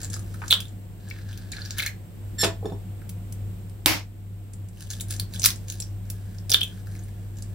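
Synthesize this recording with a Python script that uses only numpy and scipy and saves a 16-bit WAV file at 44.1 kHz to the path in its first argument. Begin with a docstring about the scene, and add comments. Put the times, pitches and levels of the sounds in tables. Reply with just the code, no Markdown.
"""Shell crackles under picking nails over the hum of a fridge: two eggs are opened by hand in a tiled kitchen.
Later a thin dish squeaks, a plastic bowl is bumped, and an egg is knocked hard on the worktop.
Shell breaks are short noise puffs through resonances; the dish is a set of sines, the bowl filtered blows.
The knock is a tick with a noisy tail; the fridge is two low tones with air noise and hiss, and the
levels of hum and background are set over time by a table. Noise tails add the small room."""
import sys
import numpy as np
from scipy import signal
from scipy.fft import rfft, irfft
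from scipy.io import wavfile
from scipy.ndimage import uniform_filter1d

SR = 44100
rng = np.random.default_rng(int(sys.argv[2]) if len(sys.argv) > 2 else 0)


def dump_mix(stems):
    """Bounce the given channels to the path in sys.argv[1] as a 16-bit WAV at rate SR."""
    frames = np.atleast_2d(stems).T  # one column per channel
    limited = np.clip(frames, -1, 1)  # hard clip at full scale
    pcm = np.round(limited * 32767).astype(np.int16)
    wavfile.write(sys.argv[1], SR, pcm)


def gain_from_db(level_db):
    """Turn a decibel level (scalar or array-like) into a linear amplitude factor."""
    decades = np.asarray(level_db, float) / 20
    return 10 ** decades


N = 332514  # length in samples
TIME = np.arange(N) / SR


def curve(rows):
    """Turn each level column of a table into one value per sample, silent outside the table."""
    s, *columns = np.transpose(rows)
    return [np.interp(TIME, s, column, -120, -120) for column in columns]


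def on_log(points, hz):
    """Read (pitch, value) points on a log-frequency axis."""
    point_hz, value = np.transpose(points)
    return np.interp(np.log(hz + 1), np.log(point_hz), value)


def unit(x):
    """Scale to rms 1."""
    return x / np.sqrt(np.mean(x ** 2))


def peak(x, db):
    """Scale to a peak level in dB."""
    return x * gain_from_db(db) / np.abs(x).max()


def band(x, hz, width):
    """Pass x through a resonance with gain 1 at its centre."""
    return signal.lfilter(*signal.iirpeak(hz, hz / width, fs=SR), x)


def band_twice(x, hz, width, second_width):
    """Pass x through two resonances at one pitch, for steeper sides."""
    return band(band(x, hz, width), hz, second_width)


def colour(x, points):
    """Weight the spectrum of x by (pitch_hz, level_db) points."""
    size = x.shape[-1]
    gain_db = on_log(points, np.fft.rfftfreq(size, 1 / SR))
    return irfft(rfft(x) * gain_from_db(gain_db), size)


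def add(out, x, s):
    """Mix x into out from time s in seconds."""
    i = int(s * SR)
    out[..., i:i + x.shape[-1]] += x[..., :N - i]


def burst(decay_s, size=1024):
    """Make a puff of noise that dies within milliseconds."""
    return rng.standard_normal(size) * np.exp(-np.arange(size) / (decay_s * SR))


# how long the room rings at each pitch, to fall by 60 dB: pitch_hz, ring_time_s
ROOM_RING = [(200, 0.23), (1000, 0.24), (4000, 0.18), (9000, 0.09), (15000, 0.14)]


def room(x):
    """Add the kitchen's echoes: octave bands of noise, each dying at its own rate, most alike in the bass."""
    t = TIME[:SR // 2]
    tail = 0
    for hz in 125 * 2. ** np.arange(8):
        centre_hz = min(hz, 14000)
        noise = band(rng.standard_normal((2, len(t))), centre_hz, centre_hz * 1.29)
        noise = noise + min(300.0 / hz, 2) * noise.mean(axis=0)  # shared by left and right
        fade = np.exp(-np.log(1000) * t / on_log(ROOM_RING, hz))
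        tail = tail + unit(noise) * np.sqrt(hz) * fade
    tail = tail * np.clip(t / 0.0027, 0, 1)  # the first walls answer after a few milliseconds
    tail = tail / np.sqrt((tail ** 2).sum() / 2)
    return signal.fftconvolve(x[None], tail, axes=1)[:, :N]


def near(x):
    """Delay the left side by one sample; bowl and worktop scatter the sound for a few milliseconds."""
    scatter = gain_from_db(-19) * band(np.array([burst(.002), burst(.002)]), 7000., 12000.)
    scatter[0, 1] = scatter[1, 0] = 1  # the direct sound
    return signal.fftconvolve(x + np.zeros((2, 1)), scatter, axes=1)[:, :N]


# levels of hum and background noise over time: time_s, relative_hum_db, relative_background_db
BACKGROUND_LEVELS = [(0.0, -43, 2), (0.04, -34.5, 4), (0.9, -40, -1), (1.34, -35.5, 0.5), (1.41, -42.5, 1),
                     (1.62, -35.5, 1.5), (2.01, -38.5, 0), (2.08, -44, -0.5), (2.48, -29.5, 3.5),
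                     (2.54, -36, 0.5), (3.53, -35, 1.5), (4.11, -40.5, -3.5), (4.66, -37, -1.5),
                     (4.7, -41.5, -3.5), (5.23, -33.5, 4), (5.27, -40, -0.5), (5.46, -31, 5),
                     (5.67, -36, 0), (6.49, -35, 0.5), (7.54, -37.5, 0)]
# tone colour of the air noise: pitch_hz, relative_level_db (per Hz)
AIR_COLOUR = [(20, -41), (32, -13.5), (50, 5.5), (120, 1), (210, -2), (300, -9), (500, -13.5), (800, -20),
              (1100, -25), (2000, -33), (5000, -65)]
# narrow peaks in the background noise: pitch_hz, width_hz, level_db (before the level table)
AIR_PEAKS = [(177.9, 29.6, -52), (327.8, 42, -64), (722, 59, -72.5), (7520, 380, -68.5), (8320, 680, -67)]
# how alike left and right are: pitch_hz, likeness (0 to 1)
AIR_ALIKE = [(60, 0.4), (250, 0.9), (600, 0.2), (3000, 0), (16000, 0.27)]
# tone colour of the hiss: pitch_hz, relative_level_db (per Hz)
HISS_COLOUR = [(500, -36.5), (1500, 5.5), (3000, 5), (5000, -1.5), (6500, -3), (10000, -4.5), (13000, 3),
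               (16000, 0.5)]


def fridge():
    """Put a mains hum and a shaft tone over air noise and hiss, most alike left and right in the lows."""
    hum_hz, shaft_hz = 99.4, 41.9
    air_db, hiss_db, flicker_db = -44, -58, 2  # noise before the level table; rms random change of the hum
    hum_db, background_db = curve(BACKGROUND_LEVELS)
    flicker = uniform_filter1d(uniform_filter1d(rng.standard_normal(N), size=3000), size=3000)
    hum_db = hum_db + flicker_db * unit(flicker)

    mid, side = rng.standard_normal((2, N))
    alike = np.clip(on_log(AIR_ALIKE, np.fft.rfftfreq(N, 1 / SR)), 0, 1)
    mid = irfft(rfft(mid) * np.sqrt(1 + alike), N)
    side = irfft(rfft(side) * np.sqrt(1 - alike), N)
    noise = mid + side * np.array([[1], [-1]])
    air = unit(colour(noise, AIR_COLOUR)) * gain_from_db(air_db)
    hiss = unit(colour(noise[:, ::-1], HISS_COLOUR)) * gain_from_db(hiss_db)  # same noise played backwards
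    peaks = sum(gain_from_db(db) * unit(band_twice(noise, hz, w, w)) for hz, w, db in AIR_PEAKS)

    hum = gain_from_db(hum_db + np.array([[3.3], [2.7]])) * np.sin(2 * np.pi * hum_hz * TIME)
    slow_db = uniform_filter1d(hum_db, size=SR // 4)  # the shaft tone takes a smoothed copy of the hum level
    shaft = gain_from_db(slow_db - np.array([[6.5], [7.5]])) * np.sin(2 * np.pi * shaft_hz * TIME)
    return (air + hiss + peaks) * gain_from_db(background_db) + hum + shaft


# a plastic bowl bumped on the worktop: start_s, relative_level_db, clack_db (against the body of the bump)
BUMPS = [(2.431, -15.5, 0), (2.436, -16, 7.5), (2.444, -15, 3.5), (2.452, -33, -14), (2.467, -27.5, 4.5),
         (2.626, -30, -32), (2.646, -23, -28.5), (2.656, -17, -28), (2.668, -36, -13.5), (2.678, -36, -12),
         (2.699, -35.5, -10), (2.72, -22.5, -31), (2.734, -46, -8)]
# resonances of the bowl: pitch_hz, width_hz, relative_level_db
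BOWL = [(189, 48, -7), (332, 60, -6), (389, 52, -0.5), (506, 37, -19.5), (660, 34, -6.5), (880, 63, -47.5)]


def bumps():
    """Send soft blows through the resonances of the bowl, with a louder clack on the sharper ones."""
    out = np.zeros(N)
    for s, db, clack_db in BUMPS:
        push = signal.lfilter(*signal.butter(4, 1000., fs=SR), burst(0.0061, size=4096))
        body = peak(sum(gain_from_db(mode_db) * band(push, hz, w) for hz, w, mode_db in BOWL), 0)
        clack = peak(band(burst(0.0073, size=4096), 1820.0, 3500.0), clack_db)
        add(out, gain_from_db(db) * (body + clack), s)
    return out


# ringing pitches of a thin dish: pitch_hz, ring_time_s (to fall 60 dB), squeak_db, tap_db (both relative)
DISH = [(1746, 0.12, -26.5, -36), (3556, 0.14, -23, -30), (4310, 0.11, -28.5, -48),
        (5410, .081, -24.5, -41), (6790, 0.056, -44, -38), (7390, 0.083, -19.5, -53),
        (8500, .06, -42.5, -56), (10000, 0.05, -35, -40.5), (11800, 0.054, -31.5, -50.5)]
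# the dish is dragged, the grip swelling and letting go: time_s, grip_db (relative)
SCRAPE = [(2.379, -48.5), (2.386, -13), (2.418, -0.5), (2.44, -14), (2.45, -46)]
# light taps on the dish: start_s, relative_level_db
TAPS = [(2.452, -2), (2.656, -9.5), (2.722, -21)]


def dish():
    """Sing the dish's pitches as stick and slip drive them, a little roughly; light taps ring them again."""
    grip = gain_from_db(curve(SCRAPE)[0])
    out, t = np.zeros(N), TIME[:SR // 2]
    for hz, ring_s, squeak_db, tap_db in DISH:
        rough = unit(band(rng.standard_normal(N), hz, 140.0))
        tone = np.sin(2 * np.pi * hz * TIME)
        out = out + gain_from_db(squeak_db) * grip * (tone + 0.3 * rough)
        for s, db in TAPS:
            fade = gain_from_db(db + tap_db - 60 * t / ring_s)
            add(out, fade * np.sin(2 * np.pi * hz * t), s)
    return out


# the egg on the worktop: start_s, tick_level_db (peak before scattering)
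KNOCK = (3.8598, 2.5)
# tone colour of the noisy tail: pitch_hz, relative_level_db (per Hz)
TAIL_COLOUR = [(29, -31), (50, 5), (151, -4), (183, -17.5), (317, 6.5), (360, -11.5), (427, -9),
               (879, -1.5), (1400, -7.5), (2190, -1.5), (3890, -8.5), (5120, -5.5), (8000, -17.5),
               (10400, -52), (17600, -120)]


def knock():
    """Make a hard tick as the shell caves in, then a wide noisy tail whose level follows a set curve."""
    s, db = KNOCK
    tick = np.zeros(N)
    snap = band(burst(0.00068), 3300., 4000.0)
    sizzle = band(burst(0.002), 12000.0, 8000.)
    add(tick, peak(snap + gain_from_db(-12.5) * sizzle, db), s)

    # the level in dB drops with the square of time: little at first, then ever faster
    t = np.clip(TIME - s, 0, 1)
    tail_level = (TIME > s) * gain_from_db(-19.5 - 9.5 * (t / 0.096) ** 2)
    # the treble flashes for about 10 ms, then dulls steadily by 71 dB a second against the rest
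    treble_db = -5 - 71 * t + 8 * np.exp(-t / 0.01)
    noise = rng.standard_normal((3, N))
    noise = noise[:2] + 0.49 * noise[2]  # partly shared by left and right
    treble = band(band(noise, 12300.0, 9000.), 12800.0, 9000.)
    tail = tail_level * (unit(colour(noise, TAIL_COLOUR)) + gain_from_db(treble_db) * unit(treble))
    return tick, tail


# shell and skin crumbling under the fingers, one list per spell of handling: time_s, relative_level_db
CRUMBLE = [
    [(0.0, -41), (0.044, -38.5), (0.094, -58), (0.132, -34.5), (0.208, -56.5), (0.408, -53), (0.5, -40.5),
     (0.736, -64)],
    [(1.0, -60), (1.128, -50), (1.272, -59), (1.294, -45.5), (1.504, -57.5), (1.532, -41.5), (1.68, -45.5),
     (1.76, -48.5), (1.79, -29), (1.88, -45.5), (2.0, -90)],
    [(4.72, -69), (4.822, -41.5), (4.89, -57), (4.904, -32.5), (5.066, -64), (5.114, -29.5), (5.27, -73),
     (5.352, -33), (5.42, -49), (5.668, -59), (5.682, -41), (5.86, -53), (5.95, -65)],
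    [(6.05, -57), (6.39, -58.5), (6.46, -73), (6.522, -37.5), (6.6, -58), (6.68, -55), (6.78, -53),
     (6.85, -66), (6.866, -56), (6.97, -52), (7.06, -60), (7.336, -65.5), (7.378, -56.5), (7.54, -62)],
]
# sound of each spell; opened halves are duller and hollower: pitch_hz, hollow_db (against the bright part)
CRUMBLE_COLOUR = [(6500, -5.5), (4000, 0), (6500, -10.5), (6500, -2.5)]


def crumble():
    """Scatter about two thousand tiny breaks a second, a few bigger than the rest."""
    chance = rng.random(N)
    size = np.minimum(rng.exponential(size=N), 4)
    ticks = (chance < 2000 / SR) * gain_from_db(3.3 * size) * rng.standard_normal(N)
    hollow = unit(band_twice(ticks, 1680, 230.0, 600.))
    out = 0
    for rows, (hz, hollow_db) in zip(CRUMBLE, CRUMBLE_COLOUR):
        bright = unit(band_twice(ticks, hz, 1.1 * hz, 1.7 * hz))
        out = out + gain_from_db(curve(rows)[0]) * (bright + gain_from_db(hollow_db) * hollow)
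    return out


# shell cracks: start_s, ring_level_db (peak before scattering), pitch_hz, brittle_db (relative brightness)
CRACKS = [(0.0153, -35, 6500, 0), (0.0313, -21.5, 7400, -19), (0.046, -20, 7250, -12),
          (0.0996, -25.5, 7600, -25), (0.131, -28, 7000, -7), (0.139, -19.5, 6700, -28),
          (0.164, -33, 1350, -1), (0.193, -31, 8450, -7), (0.3413, -36.5, 1450, -5),
          (0.4175, -27.5, 1220, -41), (0.4271, -26, 1160, -38), (0.4372, -29, 1260, -27),
          (0.4796, -23.5, 6960, -8), (0.5034, -21, 4000, -10), (0.5078, -8.5, 3860, -5.5),
          (0.5173, -8, 3280, -9), (0.5248, 0, 3300, -52), (0.5346, -19, 3210, 1.5),
          (0.5404, -13, 3220, -22), (0.603, -28.5, 3230, 3.5), (0.653, -37, 3520, -8),
          (0.6822, -40, 7570, -17), (1.087, -37, 8320, -10), (1.1012, -35.5, 6200, -1),
          (1.1106, -27.5, 2250, -23), (1.1604, -37, 1680, -16), (1.1875, -36, 1780, -10),
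          (1.3286, -37, 3300, -5), (1.3747, -38.5, 5900, 5), (1.518, -26, 7300, -8),
          (1.5233, -26.5, 4300, -26), (1.5326, -29.5, 2100, -20), (1.568, -28, 4370, -30),
          (1.5833, -28.5, 1700, -29), (1.6176, -29.5, 4300, -27), (1.65, -28, 5800, -19),
          (1.6577, -30.5, 5100, -6), (1.706, -19, 6140, -7.5), (1.775, -32, 1860, -1),
          (1.7832, -29.5, 1810, 9.5), (1.7885, -22, 3250, -3), (1.7957, -18, 2280, -7),
          (1.802, -24, 3830, -8), (1.8228, -21, 1830, -7), (1.8275, -21.5, 3870, -10),
          (1.8335, -24, 2270, -8), (1.8506, -26, 1630, -23), (1.862, -17.5, 1950, -4.5),
          (1.8679, -22.5, 4000, -6), (1.8745, -24.5, 2330, -8), (3.017, -39.5, 1560, -10),
          (3.0925, -33, 13000, -6), (3.3236, -32.5, 8370, -14.5), (3.3245, -29.5, 14000, -13),
          (3.6965, -40.5, 8110, -32), (4.534, -34, 8330, -17.5), (4.686, -43, 8440, -7),
          (4.771, -48, 2980, 0), (4.807, -41, 3000, 2.5), (4.8707, -42, 3370, -4), (4.9033, -23, 6600, -8),
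          (4.923, -42, 6000, 0), (4.935, -31, 3380, -6), (4.9984, -34, 3600, -4), (5.008, -20, 9400, -6),
          (5.084, -32, 9960, -25), (5.1, -29.5, 8900, -12), (5.1069, -26.5, 8500, 2), (5.123, -34, 7750, 3),
          (5.163, -26, 7400, -20), (5.1966, -23.5, 4570, 4), (5.3366, -30.5, 4410, -3.5),
          (5.3596, -30.5, 3500, -9), (5.3954, -17, 7520, -28), (5.418, -23, 6310, -1.5),
          (5.431, -24, 5900, 2.5), (5.44, -7.5, 5790, -7.5), (5.4433, -20.5, 1320, -14),
          (5.4472, -19.5, 5010, 10.5), (5.4578, -15.5, 7020, 10.5), (5.463, -22, 1300, -11),
          (5.4872, -26, 5060, 2), (5.5037, -29, 6010, 8.5), (5.5144, -30, 5900, -5),
          (5.5583, -31.5, 7700, -29), (5.6821, -33.5, 6650, -1.5), (5.7004, -20.5, 7570, -4),
          (5.7225, -38.5, 7010, 9.5), (5.801, -19.5, 8340, -12.5), (5.8219, -25, 5660, -9),
          (6.1, -25, 12500, -4), (6.3835, -37, 5420, -23), (6.4951, -23.5, 5650, 2.5),
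          (6.502, -10, 8700, -15), (6.516, -5.5, 5640, -6), (6.525, -12.5, 3400, -18),
          (6.5365, -15, 4440, 1), (6.543, -2, 3350, -30), (6.5505, -23, 3520, -8), (6.6082, -23, 3200, -5),
          (6.614, -11, 3230, -37), (6.6309, -17, 3260, -11), (6.6374, -28.5, 3300, -9),
          (6.6774, -34, 8800, -20), (6.724, -47, 1480, -11), (6.774, -46, 1660, -6),
          (6.8698, -38.5, 1530, -7), (6.9521, -38.5, 2060, -3), (6.9915, -37, 6430, -20),
          (7.035, -35.5, 9530, -30), (7.0836, -47, 2100, -3), (7.37, -42, 7000, -10),
          (7.3845, -38, 7000, -5), (7.423, -26, 7670, -41)]


def cracks():
    """Crunch the shell: each break rings at its own pitch, with a hollow pop and a brittle tick."""
    decay_s, pop_hz, brittle_hz = 0.00297, 1450, 2728
    out, t = np.zeros((2, N)), TIME[:2048]
    for s, db, hz, brittle_db in CRACKS:
        grit = gain_from_db(5.9 * rng.standard_normal(64)).repeat(32)  # the crack runs on in uneven jerks
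        both, left, right = (burst(decay_s, size=2048) for _ in range(3))
        # the curved shell sends each side a somewhat different crunch
        tear = (both + 0.64 * np.array([left, right])) * grit
        tear = tear * np.clip(t / 0.00012, .2, 1)  # softens the very start

        # high rings are damped faster
        width = np.clip(hz / 8.5 * max(1, hz / 3600.0) ** 1.2, 330, 5500)
        ring = peak(band_twice(tear, hz, width, 3.2 * width), 0)
        # stiff, high bits and light cracks pop less
        hollow_db = -10 - 4 * np.log2(hz / 3000) + 1.1 * db
        hollow = peak(band_twice(tear, pop_hz, 1000, 1500.0), hollow_db)
        bright = signal.lfilter(*signal.butter(2, brittle_hz, "high", fs=SR), tear)
        brittle = peak(bright, brittle_db + 8.0)
        palm = peak(band_twice(tear, 600., 500., 500.), -25)  # the hand holding the egg thumps faintly
        add(out, (ring + hollow + brittle + palm) * gain_from_db(db), s)
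    return out


def scene():
    """Mix the hands up close, the dish and bowl, the room and the fridge."""
    background = fridge()
    thuds, ring = bumps(), dish()
    tick, knock_tail = knock()
    fine, shell = crumble(), cracks()
    wet = room(gain_from_db(-3.5) * shell.mean(axis=0) + gain_from_db(-13.5) * fine + gain_from_db(-4) * ring + gain_from_db(-4.0) * thuds)
    direct = near(shell + tick + gain_from_db(-7) * fine + gain_from_db(-2.5) * thuds)
    wide_ring = ring * gain_from_db(np.array([[-1], [1]]))  # the dish is louder on the right
    return direct + knock_tail + wide_ring + wet + background


def top_cut(x):
    """Nothing passes above the cut-off."""
    return signal.sosfilt(signal.butter(12, 16660, fs=SR, output="sos"), x)


def record(dry):
    """Clip the highest peaks, then cut the top of the treble with a steep filter."""
    top_hz = 15800
    clipped = np.clip(dry, -1, 1)
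    low_pass = signal.ellip(8, .2, 36, top_hz, fs=SR, output="sos")
    mix = signal.sosfilt(low_pass, clipped)
    return top_cut(mix)


dry = scene()
out = record(dry)
dump_mix(out)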